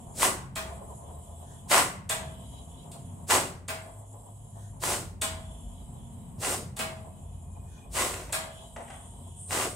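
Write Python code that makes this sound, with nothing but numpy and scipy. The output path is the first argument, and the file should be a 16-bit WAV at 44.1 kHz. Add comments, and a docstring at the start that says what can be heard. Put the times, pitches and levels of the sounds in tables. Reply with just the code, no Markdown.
"""Paper feeding through a wide-format plotter, about every 1.6 s: rollers push the sheet, it slides
with a hiss, and its hanging curl crackles, snaps and flaps. Between feeds the drive clacks and the
carriage rolls, whirrs and hums along a resonant rail. Behind it in the office: fan air, a deep
rumble and a low, wandering drone."""
import sys
import numpy as np
from scipy import signal
from scipy.fft import rfft, irfft, next_fast_len
from scipy.io import wavfile

SR = 44100
rng = np.random.default_rng(int(sys.argv[2]) if len(sys.argv) > 2 else 0)


def waveform_to_disk(signal):
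    """Save audio, clipped to [-1, 1], as 16-bit WAV at the path in sys.argv[1]."""
    frames = np.transpose(np.atleast_2d(signal))
    scaled = np.clip(frames, -1, 1) * 32767
    samples = np.round(scaled).astype(np.int16)
    wavfile.write(sys.argv[1], SR, samples)


N = 429975
T = np.arange(N) / SR


# roller pushes: full_speed_s, rise_s, hold_s, t60_s, buckle_db, slide_db, flutter_db
FEEDS = [ (0.232, 0.11, 0.021, 0.24, -22, -23.5, -33), (1.717, 0.046, 0.072, 0.25, -17.5, -24, -34),
         (3.31, 0.051, 0.036, 0.31, -17.5, -24, -32), (4.838, 0.052, .1, 0.29, -29, -30.5, -38.5),
         (6.436, 0.067, 0.098, 0.26, -30.5, -31.5, -37.5), (7.969, .08, 0.05, 0.63, -26.5, -30, -37.5),
         (9.525, 0.063, 0.11, 0.28, -27.5, -32, -36.5), ]
# buckling, fluttering and sliding paper: freq_hz, gain_db
BUCKLE_SPECTRUM = [(200, -28.5), (400, -11), (620, -2), (1050, 1), (1600, -4.5), (2900, -7), (4200, -12.5),
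                   (8000, -16), (16000, -40.5)]
FLUTTER_SPECTRUM = [(100, -30), (200, -7), (270, -3), (380, -5.5), (500, -2.5), (700, -5), (1500, -56.5)]
SLIDE_SPECTRUM = [(600, -11), (2000, -13), (4000, -7), (5800, -5.5), (7200, -0.5), (8300, 3), (10000, -3),
                  (11500, -6), (12500, -12), (15800, -13)]
# sheet resonances: freq_hz, width_hz, lift_db
SHEET_MODES = [(373, 30, 9), (575, 23, 4), (740, 35, 3), (1055, 90, 2.5), (1280, 60, -4), (1424, 47, 2),
               (1990, 70, 6), (2120, 21, 4.5), (2780, 36, 4.5), (3020, 30, 5.5)]

def paper_feed(flutter_lag_s=.018):
    """Each push buckles the curl (crackle, flutter) and drags the sheet over the platen (hiss)."""
    buckling, sliding, fluttering = np.zeros((3, N))
    for at_s, rise_s, hold_s, t60_s, buckle_db, slide_db, flutter_db in FEEDS:
        near = (T > at_s - .2) & (T < at_s + .5)
        t = T[near] - at_s
        # the curl gives way suddenly; the flutter builds slowly and lingers
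        buckling[near] += amp(buckle_db) * roller_push(t, .6 * rise_s, hold_s, t60_s)
        sliding[near] += amp(slide_db) * roller_push(t, rise_s, hold_s, t60_s)
        swell = roller_push(t - flutter_lag_s, 1.39 * rise_s, hold_s, t60_s / .6)
        fluttering[near] += amp(flutter_db) * swell
    crackle = slips(rate_hz=3200, spread_db=2.5, lag_samples=3.5) * buckling
    flutter = slips(rate_hz=1500, spread_db=5, lag_samples=2.2) * fluttering
    hiss = slips(rate_hz=9000, spread_db=2.5, lag_samples=.4) * sliding
    return (amp(-3.5) * office(colour(crackle, BUCKLE_SPECTRUM, SHEET_MODES), wet_db=-12)
            + amp(-.5) * office(colour(flutter, FLUTTER_SPECTRUM, SHEET_MODES), wet_db=-11)
            + amp(-.07) * office(colour(hiss, SLIDE_SPECTRUM), wet_db=-3.5))


def roller_push(t, rise_s, hold_s, t60_s, speed_exponent=2.42):
    """Gain of one push: the rollers reach full speed at t = 0, hold, and the motion dies away."""
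    speed = np.clip(1 + t / rise_s, 0, 1)
    return speed ** speed_exponent * amp(-60 * np.maximum(t - hold_s, 0) / t60_s)


def slips(rate_hz, spread_db, lag_samples):
    """Tiny unequal slips across the sheet's width, each reaching one side slightly earlier."""
    size = amp(spread_db * np.minimum(rng.exponential(1, N), 3)) * rng.choice([-1, 1], N)
    at = np.flatnonzero(rng.random(N) < rate_hz / SR)
    lag = np.round(lag_samples * rng.standard_normal(N)).astype(int)[at].clip(-9, 9)
    return unit_rms(np.array([np.bincount((at + side * lag) % N, size[at], N) for side in (-1, 1)]))


# snaps of the curl: start_s, level_db
SNAPS = [(.222, -16), (.2305, -13), (.251, -16), (1.7146, -16), (1.7435, -11), (1.779, -16), (1.803, -17),
         (3.300, -20), (3.307, -15), (3.352, -15), (4.8375, -20), (6.448, -23), (7.987, -21), (8.022, -19),
         (8.1415, -27), (9.508, -25)]

def paper_snaps():
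    """The curl snaps sharply as it is pushed."""
    snap = bursts(*np.transpose(SNAPS), decay_s=.001, rise_s=.0003)
    body = amp(16) * colour(snap, BUCKLE_SPECTRUM, SHEET_MODES)
    treble = amp(10) * colour(snap, SLIDE_SPECTRUM)
    return office(body + treble, wet_db=-2)


# flaps of the sheet: start_s, level_db
FLAPS = [(1.934, -32), (8.215, -31), (8.292, -30), (8.761, -24.5), (8.803, -31), (8.879, -32), (8.901, -27),
         (8.939, -33)]
# flapping paper: freq_hz, gain_db
FLAP_SPECTRUM = [(200, -41), (550, 7.5), (800, 8), (1100, 2), (1400, -4), (1900, -1), (3000, -9),
                 (4500, -22.5), (8000, -12), (15000, -48)]

def paper_flaps():
    """The hanging sheet flaps softly as it settles."""
    flaps = bursts(*np.transpose(FLAPS), decay_s=.007, rise_s=.003)
    return office(amp(14) * colour(flaps, FLAP_SPECTRUM), wet_db=1)


# edge contact: time_s, level_db
BRUSH_LEVELS = [(8.6, -79), (8.83, -59), (9.0, -56), (9.33, -64), (9.40, -46.5), (9.48, -46), (9.6, -49)]
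# brushing edge: freq_hz, gain_db
BRUSH_SPECTRUM = [(4000, -35), (7000, -10), (8500, 11), (9800, 2), (12000, -21), (15000, -36)]

def paper_brush():
    """The paper edge brushes the stand."""
    contact = amp(log_interp(BRUSH_LEVELS, T)) * (T > BRUSH_LEVELS[0][0])
    return colour(air() * contact, BRUSH_SPECTRUM)


# drive clacks: start_s, tick_db, body_db
CLACKS = [(.5572, -29, -35), (2.0948, -20, -32), (2.9172, -39, -62), (3.6825, -29, -35),
          (5.217, -19.5, -33), (6.7668, -31, -44), (6.791, -26, -33), (8.3267, -19.5, -33)]
# bright tick and housing: freq_hz, gain_db
TICK_SPECTRUM = [(400, -17), (1500, -22), (3500, -0.5), (5700, -10.5), (7300, 2), (8400, 5), (9800, -3.5),
                 (11200, -4.5), (12000, -11.5), (15800, -23.5)]
HOUSING_SPECTRUM = [(100, -12.5), (260, -5.5), (650, 1), (1050, -0.5), (1500, -1.5), (2700, -4),
                    (4500, -7.5), (9000, -16.5)]

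def drive_clacks(slack_lead_s=.0036):
    """The drive takes up slack and engages: a crack, a bright rattle, then housing and frame ring."""
    start_s, tick_db, body_db = np.transpose(CLACKS)
    slack = bursts(start_s - slack_lead_s, tick_db - 6, decay_s=.0028, rise_s=.01)
    crack = bursts(start_s, tick_db, decay_s=.0022, rise_s=.00057)
    rattle = bursts(start_s, tick_db, decay_s=.0096, rise_s=.0025)
    housing = bursts(start_s, body_db, decay_s=.013, rise_s=.0049)
    return (amp(13.5) * colour(crack, TICK_SPECTRUM)
            + amp(.5) * frame_ring(start_s, body_db)
            + amp(21) * office(colour(rattle + slack, TICK_SPECTRUM), wet_db=5)
            + amp(33.5) * office(colour(housing, HOUSING_SPECTRUM), wet_db=7.5))


# carriage frame modes: freq_hz, level_db, t60_s, stereo_phase_turns
FRAME_MODES = [(644.5, -3.5, 0.9, .1), (805, -12, 0.66, 0.091), (1040, -10, 0.22, 0.16),
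               (1380, -2, .3, 0.4), (2030, -17.5, 0.67, 0.26), (2514, -0.5, 0.26, 0.38),
               (2690, -19, 0.31, 0.24), (3280, -15.5, 0.62, 0.29)]

def frame_ring(starts_s, levels_db, rise_s=.0105):
    """Each clack excites the frame's damped modes."""
    ring, t = np.zeros((2, N)), np.arange(SR) / SR
    sides = np.array([[.5], [-.5]])
    for start_s, clack_db in zip(starts_s, levels_db):
        for hz, mode_db, t60_s, stereo_turns in FRAME_MODES:
            envelope = amp(clack_db + mode_db - 60 * t / t60_s) * (1 - np.exp(-t / rise_s))
            turns = hz * t + rng.random() + stereo_turns * sides
            add(ring, start_s, envelope * np.sin(2 * np.pi * turns))
    return ring


# carriage passes, alternately out and back: stop_s, roll_db, whirr_db, belt_db
PASSES = [ (0.22, -53.5, -68, -66), (1.72, -53, -72.5, -66.5), (3.3, -56.5, -68.5, -67.5),
          (4.83, -57.5, -76, -68.5), (6.43, -60, -70, -69.5), (7.96, -59, -76, -71.5),
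          (9.56, -58, -67, -67.5), ]
# rail resonances: freq_hz, width_hz, lift_db
RAIL_MODES = [(576, 20, 7.5), (681, 36, 13.3), (710, 24, 3.7), (836, 18, 5), (2680, 30, 2.1),
              (3056, 140, 7), (3473, 100, 12), (3882, 79, 26)]
# rolling, whirr, belt hiss and rail rub: freq_hz, gain_db
ROLL_SPECTRUM = [(150, -25), (400, 1), (680, -1.5), (1020, 3), (1400, -19.5), (2000, -26), (4400, -44.5),
                 (7000, -54)]
WHIRR_SPECTRUM = [(1200, -20), (2000, -15), (2550, -5.5), (3100, 9.5), (3850, -5), (4300, -14),
                  (5200, -8.5), (7000, -22)]
BELT_SPECTRUM = [(3000, -22.5), (5400, -13.5), (6300, -4.5), (7400, 4.5), (8700, 5), (9500, 7.5),
                 (10200, 2), (11400, 1), (12500, -17), (15800, -39.5)]
RUB_SPECTRUM = [(900, -24.5), (1700, 9), (2500, -28), (3300, 1), (5000, -12), (6500, 3), (9000, -20)]
# hiss balance, leaning right near the top: freq_hz, left_minus_right_db
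HISS_BALANCE = [(5000, -19.5), (6500, -4), (7200, 5.5), (8800, 0.5), (9400, -10.5), (9900, -39),
                (11800, -23), (12600, 12)]

def carriage(rise_s=.064, brake_s=.05, turn_s=.375, rub_lead_s=.2, rub_width_s=.079):
    """The belt-driven carriage speeds up, rolls and brakes; late on each return it rubs a tight spot."""
    gains, speeds, rubbing = np.zeros((3, N)), np.zeros((2, N)), np.zeros(N)
    start_s = -1.0  # already under way
    for k, (stop_s, *levels_db) in enumerate(PASSES):
        back = k % 2
        moving = (T > start_s) & (T < stop_s)
        t = T[moving]
        speed = np.clip(np.minimum((t - start_s) / rise_s, (stop_s - t) / brake_s), 0, 1)
        slopes_db_per_s = -7, (2.5 if back else -13), -2  # roll, whirr, belt
        from_middle_s = t - (start_s + stop_s) / 2
        for gain, db, slope in zip(gains, levels_db, slopes_db_per_s):
            gain[moving] += speed * amp(db + slope * from_middle_s)
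        speeds[back, moving] += speed
        rubbing[moving] += back * speed * np.exp(-((stop_s - rub_lead_s - t) / rub_width_s) ** 2)
        start_s = stop_s + turn_s
    rolling, whirring, hissing = gains
    roll = amp(1) * colour(air() * rolling * amp(3.5 * wander(28)), ROLL_SPECTRUM, RAIL_MODES)
    whirr = amp(5) * streaky_hiss(whirring * amp(2.2 * wander(12)), WHIRR_SPECTRUM, RAIL_MODES)
    hiss = amp(9) * pan(streaky_hiss(hissing * amp(wander(30)), BELT_SPECTRUM), HISS_BALANCE)
    rub = amp(-62) * colour(air() * rubbing, RUB_SPECTRUM)
    return roll + cover_echo(whirr + hiss + rub) + motor_hum(speeds)


def streaky_hiss(gain, spectrum, modes=(), count=56, width_hz=120):
    """Hiss with random narrow peaks and dips that shift and differ by side."""
    crossfade_rad = 7.5 * T + .6 * wander(6)
    centres_hz = np.linspace(1700, 12500, count)
    out = np.zeros((2, N))
    for weight in (np.cos(crossfade_rad), np.sin(crossfade_rad)):
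        source = air() * weight * gain
        for side in range(2):
            lifts_db = 7.5 * rng.standard_normal(count).clip(-1.5, 1.5)
            streaks = [(hz, width_hz, db) for hz, db in zip(centres_hz, lifts_db)]
            out[side] += colour(source[[side]], spectrum, [*modes, *streaks])[0]
    return out


def cover_echo(x, gain=.65, delay_s=.0027):
    """One echo off the inside of the cover combs the treble."""
    echo = np.pad(x, ((0, 0), (round(delay_s * SR), 0)))[:, :N]
    return (x + gain * echo) / np.sqrt(1 + gain ** 2)


# motor tones at full speed: pitch_hz, out_db, back_db
MOTOR_TONES = [(130.4, -64.5, -65.5), (232.6, -58.5, -76.5), (265, -65.5, -66.5), (356, -73.5, -75.5),
               (440, -76, -76.5), (710, -68, -72.5), (931.3, -69, -83.5)]

def motor_hum(speeds):
    """Motor tones whose levels follow the carriage's outward and return speeds."""
    return sum(amp(levels_db) @ speeds * wavering_tone(hz, width_hz=4.5, depth=.87)
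               for hz, *levels_db in MOTOR_TONES)


# rail squeal: time_s, pitch_hz, level_db
SQUEAL = [(7.0, 2560, -100), (7.15, 2570, -84), (7.35, 2560, -83), (7.501, 2460, -68.5), (7.65, 2470, -78),
          (7.85, 2460, -64), (7.95, 2460, -100)]

def rail_squeal():
    """The rail squeals thinly during one pass."""
    time_s, hz, db = np.transpose(SQUEAL)
    gain = amp(np.interp(T, time_s, db) + 4.5 * wander(15)) * (T > time_s[0]) * (T < time_s[-1])
    return gain * wavering_tone(np.interp(T, time_s, hz), width_hz=55, depth=1.6)


# fan air: time_s, level_db
FAN_LEVELS = [(0, -49), (.4, -46), (1.35, -54), (1.85, -46.5), (2.8, -51), (3.4, -47), (4.15, -59.5),
              (5.0, -48), (5.6, -51), (6.45, -46.5), (7.6, -52.5), (8.0, -50), (8.7, -55), (9.75, -52)]
# fan air: freq_hz, gain_db
FAN_SPECTRUM = [(30, -21.5), (90, -0.5), (130, 3), (220, -5.5), (310, -19.5), (500, -22.5), (1000, -21.5),
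                (1450, -37.5), (3000, -41.5), (5000, -59.5), (8300, -39), (15800, -58.5)]

def fan():
    """Fan air swells and sinks, with a slight flicker."""
    level_db = np.interp(T, *np.transpose(FAN_LEVELS)) + 2.5 + .4 * wander(7.1)
    return amp(level_db) * colour(air(), FAN_SPECTRUM)


# low drone: time_s, pitch_hz, level_db
DRONE = [(0, 88, -51), (.5, 66, -46.5), (1.35, 82, -46), (1.8, 94, -51.5), (2.5, 66, -45.5), (2.8, 88, -49),
         (3.1, 93, -44.5), (3.7, 87, -47.5), (3.95, 103, -45.5), (4.65, 103, -43.5), (5.3, 87, -40),
         (5.65, 82, -50.5), (6.3, 96, -50), (6.8, 85, -49.5), (7.5, 86, -39.5), (8.15, 90, -48),
         (8.7, 80, -53), (9.75, 94, -40.5)]

def drone():
    """A narrow low tone wanders in pitch and level."""
    time_s, hz, db = np.transpose(DRONE)
    tone = wavering_tone(np.interp(T, time_s, hz), width_hz=10, depth=.54)
    return amp(np.interp(T, time_s, db) - 2) * tone


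# deep rumble: time_s, level_db
RUMBLE_LEVELS = [(0, -57), (2.1, -65), (2.45, -57), (2.8, -60.5), (3.3, -64.5), (4.65, -58.5), (5.1, -54),
                 (5.4, -51.5), (5.85, -51.5), (6.6, -63.5), (7.2, -56), (8.2, -52.5), (8.45, -60),
                 (8.75, -57), (9.75, -61)]
# deep rumble: freq_hz, gain_db
RUMBLE_SPECTRUM = [(15, -32.5), (32, -21), (45, 0), (60, 3), (80, -21), (160, -39), (400, -82.5)]

def rumble():
    """Deep noise slowly rises and falls."""
    return amp(np.interp(T, *np.transpose(RUMBLE_LEVELS)) + 5) * colour(air(), RUMBLE_SPECTRUM)


# office reverberation: freq_hz, t60_s
OFFICE_DECAY = [(150, 0.92), (400, 0.35), (1000, 0.55), (3000, 0.41), (8000, 0.34), (15000, 0.27)]

def office(x, wet_db, rise_s=.0035):
    """Direct sound plus dense reflections, each band dying at its own rate."""
    hz, t, bands = signal.stft(diffuse(rng.standard_normal((2, SR))), SR, nperseg=256)
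    fade = amp(-60 * t / log_interp(OFFICE_DECAY, hz)[:, None])
    tail = signal.istft(bands * fade * (1 - np.exp(-t / rise_s)), SR, nperseg=256)[1]
    wet = signal.oaconvolve(x, tail / np.linalg.norm(tail[0]), axes=1)[:, :N]
    return (x + amp(wet_db) * wet) / np.sqrt(1 + amp(wet_db) ** 2)


# diffuse sound: freq_hz, left_right_coherence
COHERENCE = [(30, 0.92), (100, 0.88), (200, .88), (400, 0.4), (700, 0.41), (1300, -0.31), (2500, 0.16),
             (4400, -0.32), (8000, 0.78), (11000, 0.96), (13000, .8)]

def diffuse(pair):
    """Gives two unrelated signals the coherence of sound arriving from all sides."""
    size = pair.shape[1]
    coherence = np.clip(log_interp(COHERENCE, np.fft.rfftfreq(size, 1 / SR)), -1, 1)
    mid, side = irfft(rfft(pair) * np.sqrt([(1 + coherence) / 2, (1 - coherence) / 2]), size)
    return np.array([mid + side, mid - side])


def air():
    """Diffuse white noise."""
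    return diffuse(rng.standard_normal((2, next_fast_len(N))))[:, :N]


def bursts(starts_s, levels_db, decay_s, rise_s):
    """Short centred scrapes of contact noise; the levels set their energy."""
    out, t = np.zeros((2, N)), np.arange(4000) / SR
    for start_s, db in zip(starts_s, levels_db):
        burst = rng.standard_normal(len(t)) * np.exp(-t / decay_s) * (1 - np.exp(-t / rise_s))
        add(out, start_s, amp(db) * np.array([burst, burst]) / np.linalg.norm(burst))
    return out


def wavering_tone(hz, width_hz, depth):
    """Narrow tone of rms 1, unsteady in level and phase."""
    carrier = np.exp(2j * np.pi * np.cumsum(hz * np.ones(N)) / SR)
    waver = wander(2 * width_hz) + 1j * wander(2 * width_hz)
    return unit_rms((carrier * (1 + depth * waver)).real)


def wander(rate_hz):
    """Random drift of rms 1."""
    knots = rng.standard_normal(4000)
    return unit_rms(np.interp(T * rate_hz, np.arange(len(knots)), knots))


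def colour(x, spectrum, modes=(), size=8192):
    """Minimum-phase filter of unit energy from a spectrum and its resonances."""
    hz = abs(np.fft.fftfreq(size, 1 / SR))
    peaks_db = sum(lift / (1 + (2 * (hz - centre) / width) ** 2) for centre, width, lift in modes)
    log_gain = np.log(amp(log_interp(spectrum, hz) + peaks_db))
    taps = np.fft.ifft(np.exp(np.conj(signal.hilbert(log_gain)))).real[:size // 2]
    return signal.oaconvolve(x, taps[None] / np.linalg.norm(taps), axes=1)[:, :x.shape[1]]


def pan(x, balance):
    """Tips each frequency left or right at constant power."""
    size = next_fast_len(N + SR // 10)
    half_db = log_interp(balance, np.fft.rfftfreq(size, 1 / SR)) / 2
    gain = amp([half_db, -half_db])
    return irfft(rfft(x, size) * gain / np.sqrt((gain ** 2).mean(0)), size)[:, :N]


def log_interp(table, at):
    """Interpolates a table on a log axis."""
    axis, value = np.transpose(table)
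    return np.interp(np.log(at + 1), np.log(axis + 1), value)


def amp(db):
    """Decibels to gain."""
    return 10 ** (np.asarray(db) / 20)


def unit_rms(x):
    """Scales to rms 1."""
    return x / np.sqrt(np.mean(x ** 2) + 1e-20)


def add(mix, start_s, sound):
    """Mixes in a stereo sound."""
    part = mix[:, round(start_s * SR):][:, :sound.shape[1]]
    part += sound[:, :part.shape[1]]


def scene():
    """Paper, mechanism and office background."""
    paper = paper_feed() + paper_snaps() + paper_flaps() + paper_brush()
    mechanism = drive_clacks() + carriage() + rail_squeal()
    return paper + mechanism + drone() + rumble() + fan()


# overall balance: freq_hz, left_minus_right_db
STEREO_BALANCE = [(200, 0.5), (2000, 1), (2500, 3), (3000, -4), (3800, -3.5), (5500, 0.5), (7000, 0.5),
                  (8000, 3.5), (9200, -2), (9900, -5), (11500, -5.5), (12500, 0)]

def record(dry, cutoff_hz=15800):
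    """Uneven left-right treble, then a low-pass."""
    lowpass = signal.firwin(511, cutoff_hz, window=("kaiser", 8), fs=SR)
    return signal.oaconvolve(pan(dry, STEREO_BALANCE), lowpass[None], "same")


dry = scene()
out = record(dry)
waveform_to_disk(out)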